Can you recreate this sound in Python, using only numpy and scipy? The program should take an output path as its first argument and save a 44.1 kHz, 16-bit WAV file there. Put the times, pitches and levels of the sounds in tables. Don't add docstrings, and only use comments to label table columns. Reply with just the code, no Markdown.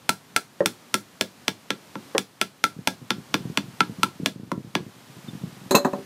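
import sys
import numpy as np
from scipy import signal
from scipy.fft import rfft, irfft, next_fast_len
from scipy.io import wavfile
from scipy.ndimage import uniform_filter1d

SR = 44100
rng = np.random.default_rng(int(sys.argv[2]) if len(sys.argv) > 2 else 0)


def transcribe(signal):
    frames = np.atleast_2d(signal).T
    limited = np.clip(frames, -1, 1)
    pcm = np.round(limited * 32767).astype(np.int16)
    wavfile.write(sys.argv[1], SR, pcm)


N = 267025
T = np.arange(SR // 5) / SR

# frequency in Hz, level in dB, 60 dB decay time in seconds.
BENCH_MODES = [(108.4, -22, 0.39), (141.3, -10, 0.16), (189.5, -4, 0.15), (230, -1, 0.072),
               (307.3, -1, 0.071), (361, -5, 0.063), (529, -9, 0.057)]


def from_db(db):
    return 10 ** (np.asarray(db) / 20)


def decay(t60):
    return np.exp(-np.log(1000) * T / t60)


def burst(t60):
    noise = rng.standard_normal(len(T)) * decay(t60)
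    return noise / np.linalg.norm(noise)


def add(track, start_s, sound):
    at = max(round(start_s * SR), 0)
    track[at:at + len(sound)] += sound[:max(len(track) - at, 0)]


def colour(x, spectrum):
    size = 2 * next_fast_len(len(x))
    hz, db = np.transpose(spectrum)
    grid_hz = np.maximum(np.linspace(0, SR / 2, size // 2 + 1), 1)
    gain = from_db(np.interp(np.log(grid_hz), np.log(hz), db))
    cepstrum = irfft(np.log(gain))
    cepstrum[1:size // 2] *= 2
    cepstrum[size // 2 + 1:] = 0
    return irfft(rfft(x, size) * np.exp(rfft(cepstrum)))[:len(x)]


def soften(x, cut_hz):
    return signal.sosfilt(signal.butter(2, min(cut_hz, SR / 3), fs=SR, output="sos"), x)


def ring(modes, spread_db, detune=0):
    chance = rng.standard_normal((len(modes), 2))
    out = np.zeros(len(T))
    for k, (hz, db, t60) in enumerate(modes):
        amplitude = (-1) ** k * from_db(db + spread_db * chance[k, 0])
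        loaded_hz = hz * (1 + detune * chance[k, 1])
        out += amplitude * decay(t60) * np.sin(2 * np.pi * loaded_hz * T)
    return out


def room_noise(rms_db=-48):
    # frequency in Hz, relative spectral density in dB.
    spectrum = [(15, -44), (25, -88), (66, -15.5), (137, -2), (249, -2.5), (309, -5.5), (463, -9.5),
                (1020, -10.5), (1370, -12), (2110, -15.5), (2760, -16), (3160, -16), (4490, -18),
                (14800, -27), (16000, -52)]
    response = colour(signal.unit_impulse(len(T)), spectrum)
    noise = signal.oaconvolve(rng.standard_normal(N + len(T)), response, "valid")[:N]
    return from_db(rms_db) * noise / noise.std()


def hammer_taps(slap_db=25, head_db=15, board_db=8, slab_db=4, lead_in_db=3, rebound_db=22):
    # start in seconds, then force, brightness, board ring relative to force and thud in dB.
    strikes = [(0.0925, -17, 0, 1, -19.5), (0.3631, -16.5, -0.5, 0.5, -27.5), (0.6593, -15, -1, -13, -19.5),
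               (0.9422, -15.5, 0, -10.5, -17), (1.2109, -13, -8.5, -19.5, -21.5),
               (1.481, -14, -9, -14.5, -19.5), (1.705, -17.5, -14.5, -16.5, -24),
               (1.955, -39.5, -20, -4.5, -27.5), (2.1808, -11.5, -5.5, -17.5, -19),
               (2.4143, -11, -8, -11.5, -21), (2.64, -14.5, -4.5, -4, -21),
               (2.874, -13.5, -6.5, -6.5, -20.5), (3.1056, -15.5, -15, -15, -20),
               (3.3422, -15.5, -14, -16.5, -19), (3.5741, -16, -12.5, -10.5, -18.5),
               (3.8057, -17, -16.5, 1, -19.5), (4.0322, -18.5, -5.5, 0.5, -18.5),
               (4.2601, -8.5, -9, -20, -16.5), (4.517, -37.5, -5.5, 3.5, -15.5),
               (4.7527, -14, -18.5, -15.5, -15.5)]
    # frequency in Hz, level in dB, 60 dB decay time in seconds.
    head_modes = [(1463, -31.5, 0.054), (1662, -24.5, 0.066), (2320, -4.5, 0.0074), (2570, -3.5, 0.0056),
                  (3500, -1.5, 0.0062), (3520, -26, 0.09), (5720, -9.5, 0.0062)]
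    board_modes = [(932, -5, 0.021), (1346, 1, 0.071), (1600, 9, 0.0049), (1640, -19, 0.13),
                   (2100, 4.5, 0.014), (2620, 8.5, 0.0026)]
    slab_modes = [(468, -6, 0.023), (735, -11.5, 0.025), (873, -6, 0.032), (1036, 5.5, 0.012)]
    lead_s, rebound_s, shelf_db = 0.0024, 0.001485, 10
    out = np.zeros(N)
    for start_s, force_db, bright_db, ring_db, thud_db in strikes:
        lead_in = soften(burst(t60=0.013), cut_hz=6600)
        add(out, start_s - lead_s, from_db(force_db + lead_in_db) * lead_in)
        blow = from_db(force_db + slap_db) * leather_slap()
        blow += from_db(force_db + head_db) * ring(head_modes, spread_db=0, detune=0.0092)
        blow += from_db(force_db + ring_db + board_db) * ring(board_modes, spread_db=4)
        add(blow, rebound_s, from_db(force_db + ring_db + rebound_db) * leather_slap())
        blow += from_db(thud_db + slab_db) * ring(slab_modes, spread_db=0.5, detune=0.017)
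        blow += from_db(thud_db) * ring(BENCH_MODES, spread_db=-1, detune=0.028)
        top_db = bright_db + shelf_db
        blow = colour(blow, [(1900, 0.14), (4500, 0.39 * top_db), (9000, top_db)])
        add(out, start_s, room(blow))
    return out


def leather_slap(echo_s=0.001003, echo_db=-8, crush_db=-4, hiss_db=-13):
    # frequency in Hz, gain in dB.
    spectrum = [(40, -65), (150, -3), (400, 6), (650, 8.5), (1000, -7), (1800, -11), (2800, -7.5),
                (4200, 6), (5500, -2), (8000, -4), (11000, -7.5), (15000, -16)]
    pulse = from_db(crush_db) * burst(t60=0.022)
    pulse[0] += 1
    pulse[round(echo_s * SR)] += from_db(echo_db)
    hiss = signal.lfilter(*signal.butter(1, 1500, "high", fs=SR), burst(t60=0.21))
    return colour(pulse + from_db(hiss_db) * hiss, spectrum)


def room(blow, early_db=-16, tail_db=-14, early_s=0.003, tail_s=0.008):
    # frequency in Hz, gain in dB.
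    wall_spectrum = [(50, -15), (150, 1.5), (350, 9), (700, -0.5), (1400, -3.5), (3000, -5.5), (5500, -3.5),
                     (9000, -7.5), (15000, -4)]
    # delay in seconds, level in dB.
    echoes = [(.0047, -26.5), (.0093, -35), (0.0114, -19)]
    scatter = np.zeros(len(T))
    add(scatter, early_s, from_db(early_db) * burst(t60=0.12))
    add(scatter, tail_s, from_db(tail_db) * burst(t60=0.17))
    paths = colour(scatter, wall_spectrum)
    paths[0] += 1
    for delay_s, db in echoes:
        add(paths, delay_s, from_db([db]))
    return signal.fftconvolve(blow, paths)[:len(T)]


def handle_knocks(wood_db=-3, tick_db=9, clatter_db=13):
    # start in seconds, level in dB.
    knocks = [(0.6055, -7.5), (2.1490, -10.5)]
    # frequency in Hz, level in dB, 60 dB decay time in seconds.
    handle_modes = [(190, -8, .09), (339, -2, .085), (390, -3, .06), (435, -5, .06), (560, -1, .09),
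                    (645, -8, .07), (760, -13, .05), (1028, -16, .03), (1500, -19, .035), (1850, -21, .04)]
    out = np.zeros(N)
    for start_s, level_db in knocks:
        tick = from_db(tick_db) * soften(burst(t60=0.029), cut_hz=2450)
        clunk = from_db(clatter_db) * soften(wood_clatter(t60=0.1), cut_hz=4600)
        hollow = from_db(wood_db) * ring(handle_modes, spread_db=4)
        add(out, start_s, from_db(level_db) * room(hollow + clunk + tick))
    return out


def wood_clatter(t60):
    # frequency in Hz, gain in dB.
    spectrum = [(50, -34), (140, 9.5), (400, 9.5), (750, 8.5), (1100, 12), (1500, 2.5), (1900, 4),
                (2300, -48), (2700, -17), (4000, -27), (12000, -35)]
    return colour(burst(t60), spectrum)


def bench_rocking(count=58, gap_s=0.052, jitter=0.3, spread_db=4):
    # time in seconds, level in dB.
    contour = [(2.701, -39), (3.45, -41), (3.8, -42.5), (4.18, -31), (4.85, -35.5), (5.0, -49), (5.2, -41),
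               (5.38, -31.5), (5.68, -42)]
    when_s, strength_db = np.transpose(contour)
    chance = rng.standard_normal((count, 2))
    starts_s = when_s[0] + gap_s * (np.arange(count) + jitter * chance[:, 0])
    levels_db = np.interp(starts_s, when_s, strength_db) + spread_db * chance[:, 1]
    return list(zip(starts_s, levels_db))


def bench_bumps(push_db=41, body_db=-15, rumble_db=5, roll_s=0.071):
    # start in seconds, level in dB.
    landings = [(2.789, -26.5), (3.016, -33), (3.182, -29), (3.404, -33), (3.453, -26.5), (3.499, -28),
                (3.638, -34.5), (3.895, -27.5), (3.984, -34), (4.199, -25), (4.231, -24), (4.397, -26),
                (4.577, -20.5), (4.646, -29.5), (4.805, -25.5), (5.284, -30.5), (5.351, -33.5),
                (5.436, -27.5)]
    # frequency in Hz, gain in dB.
    thud_spectrum = [(30, -25), (70, -14), (120, 5.5), (190, 7), (300, -2), (480, -8), (800, -23),
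                     (2000, -65)]
    force, body = np.zeros((2, N))
    swell = np.sin(np.pi * np.minimum(T / roll_s, 1)) ** 2
    for start_s, level_db in landings + bench_rocking():
        push = soften(signal.unit_impulse(len(T)), cut_hz=1200 * from_db(0.33 * level_db))
        rumble = soften(swell * rng.standard_normal(len(T)), cut_hz=550)
        add(force, start_s, from_db(level_db + push_db) * push)
        add(force, start_s - 0.3 * roll_s, from_db(level_db + rumble_db) * rumble)
        add(body, start_s, from_db(level_db + body_db) * ring(BENCH_MODES, spread_db=3, detune=0.09))
    thud = colour(signal.unit_impulse(len(T)), thud_spectrum)
    return signal.oaconvolve(force, thud)[:N] + soften(body, cut_hz=240)


def foot_squeak(length_s=0.03, sag_hz_per_s=900):
    # time in seconds, starting frequency in Hz, level in dB.
    slip = (5.283, 3600, -40.5)
    at_s, hz, level_db = slip
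    swell = np.sin(np.pi * np.minimum(T / length_s, 1)) ** 2
    phase = 2 * np.pi * np.cumsum(hz - sag_hz_per_s * T) / SR
    out = np.zeros(N)
    add(out, at_s - length_s / 4, from_db(level_db) * swell * np.sin(phase))
    return out


def hammer_set_down(wood_db=-8, clatter_db=23, steel_db=-9.5, crack_db=17):
    # start in seconds, wood level in dB, contact cut-off in Hz, steel level in dB.
    contacts = [(5.7091, -15.5, 1930, -14.5), (5.7461, -8, 1500, -50), (5.7502, -9.5, 2400, -6.5),
                (5.8474, -11.5, 1450, -28), (5.8526, -50, 900, -46), (5.9316, -17.5, 860, -40.5),
                (5.982, -27.5, 460, -58)]
    # frequency in Hz, level in dB, 60 dB decay time in seconds.
    wood_modes = [(201, -7, 0.2), (258, -7, 0.15), (383.6, -4, 0.19), (445, -3, 0.081), (570.3, 0.5, 0.2),
                  (745, -8.5, 0.19), (1002, -1.5, 0.053), (1350, -9, 0.017), (1640, -8, 0.034),
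                  (1820, 0.5, 0.031), (2617, 3.5, 0.052)]
    steel_modes = [(2620, -18, .07), (4082, -7, .13), (4110, -5, .15), (6320, -12, .1), (6562, -8, .11),
                   (6764, -13, .1), (7600, -11, .12), (8190, -18, .11), (10050, -17, .1), (11310, -21, .1),
                   (13300, -19, .1)]
    # frequency in Hz, gain in dB.
    crack_spectrum = [(500, -1), (2600, 1.5), (3200, -5), (4100, 14), (4900, -3.5), (5700, -3.5),
                      (6600, 7.5), (7600, 4.5), (9000, -4), (10200, -2), (12000, -15), (13500, 7.5),
                      (15000, -30)]
    out = np.zeros(N)
    for start_s, knock_db, contact_hz, clink_db in contacts:
        knock = from_db(wood_db) * ring(wood_modes, spread_db=4, detune=0.0043)
        knock += from_db(clatter_db) * wood_clatter(t60=0.13)
        clink = from_db(steel_db) * ring(steel_modes, spread_db=-1.5)
        clink += from_db(crack_db) * colour(burst(t60=0.1), crack_spectrum)
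        landing = from_db(knock_db) * soften(knock, contact_hz) + from_db(clink_db) * clink
        add(out, start_s, room(landing))
    return out


def gain_control(x, band_hz=(2580, 6070), limit_db=-12.5, recover_db_per_s=9):
    window_s, ahead_s, start_duck_db = 0.00184, 0.0034, 4.5
    t = np.arange(N) / SR
    sensed = signal.sosfilt(signal.butter(2, band_hz, "band", fs=SR, output="sos"), x)
    power = uniform_filter1d(sensed ** 2, round(window_s * SR))
    level_db = 10 * np.log10(np.maximum(power, 1e-12))
    over_db = np.maximum(level_db - limit_db, 0)
    over_db[0] = start_duck_db
    recovery_db = recover_db_per_s * t
    duck_db = np.maximum.accumulate(over_db + recovery_db) - recovery_db
    return x * from_db(-np.interp(t + ahead_s, t, duck_db))


def scene():
    work = hammer_taps() + bench_bumps() + foot_squeak() + handle_knocks() + hammer_set_down()
    return (work + room_noise())[None]


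def record(dry, low_hz=58, stop_hz=16200):
    thin = signal.sosfilt(signal.butter(2, low_hz, "high", fs=SR, output="sos"), dry)
    rounded = np.tanh(gain_control(thin[0]))
    return signal.sosfilt(signal.cheby2(20, 70, stop_hz, fs=SR, output="sos"), rounded)[None]


dry = scene()
out = record(dry)
transcribe(out)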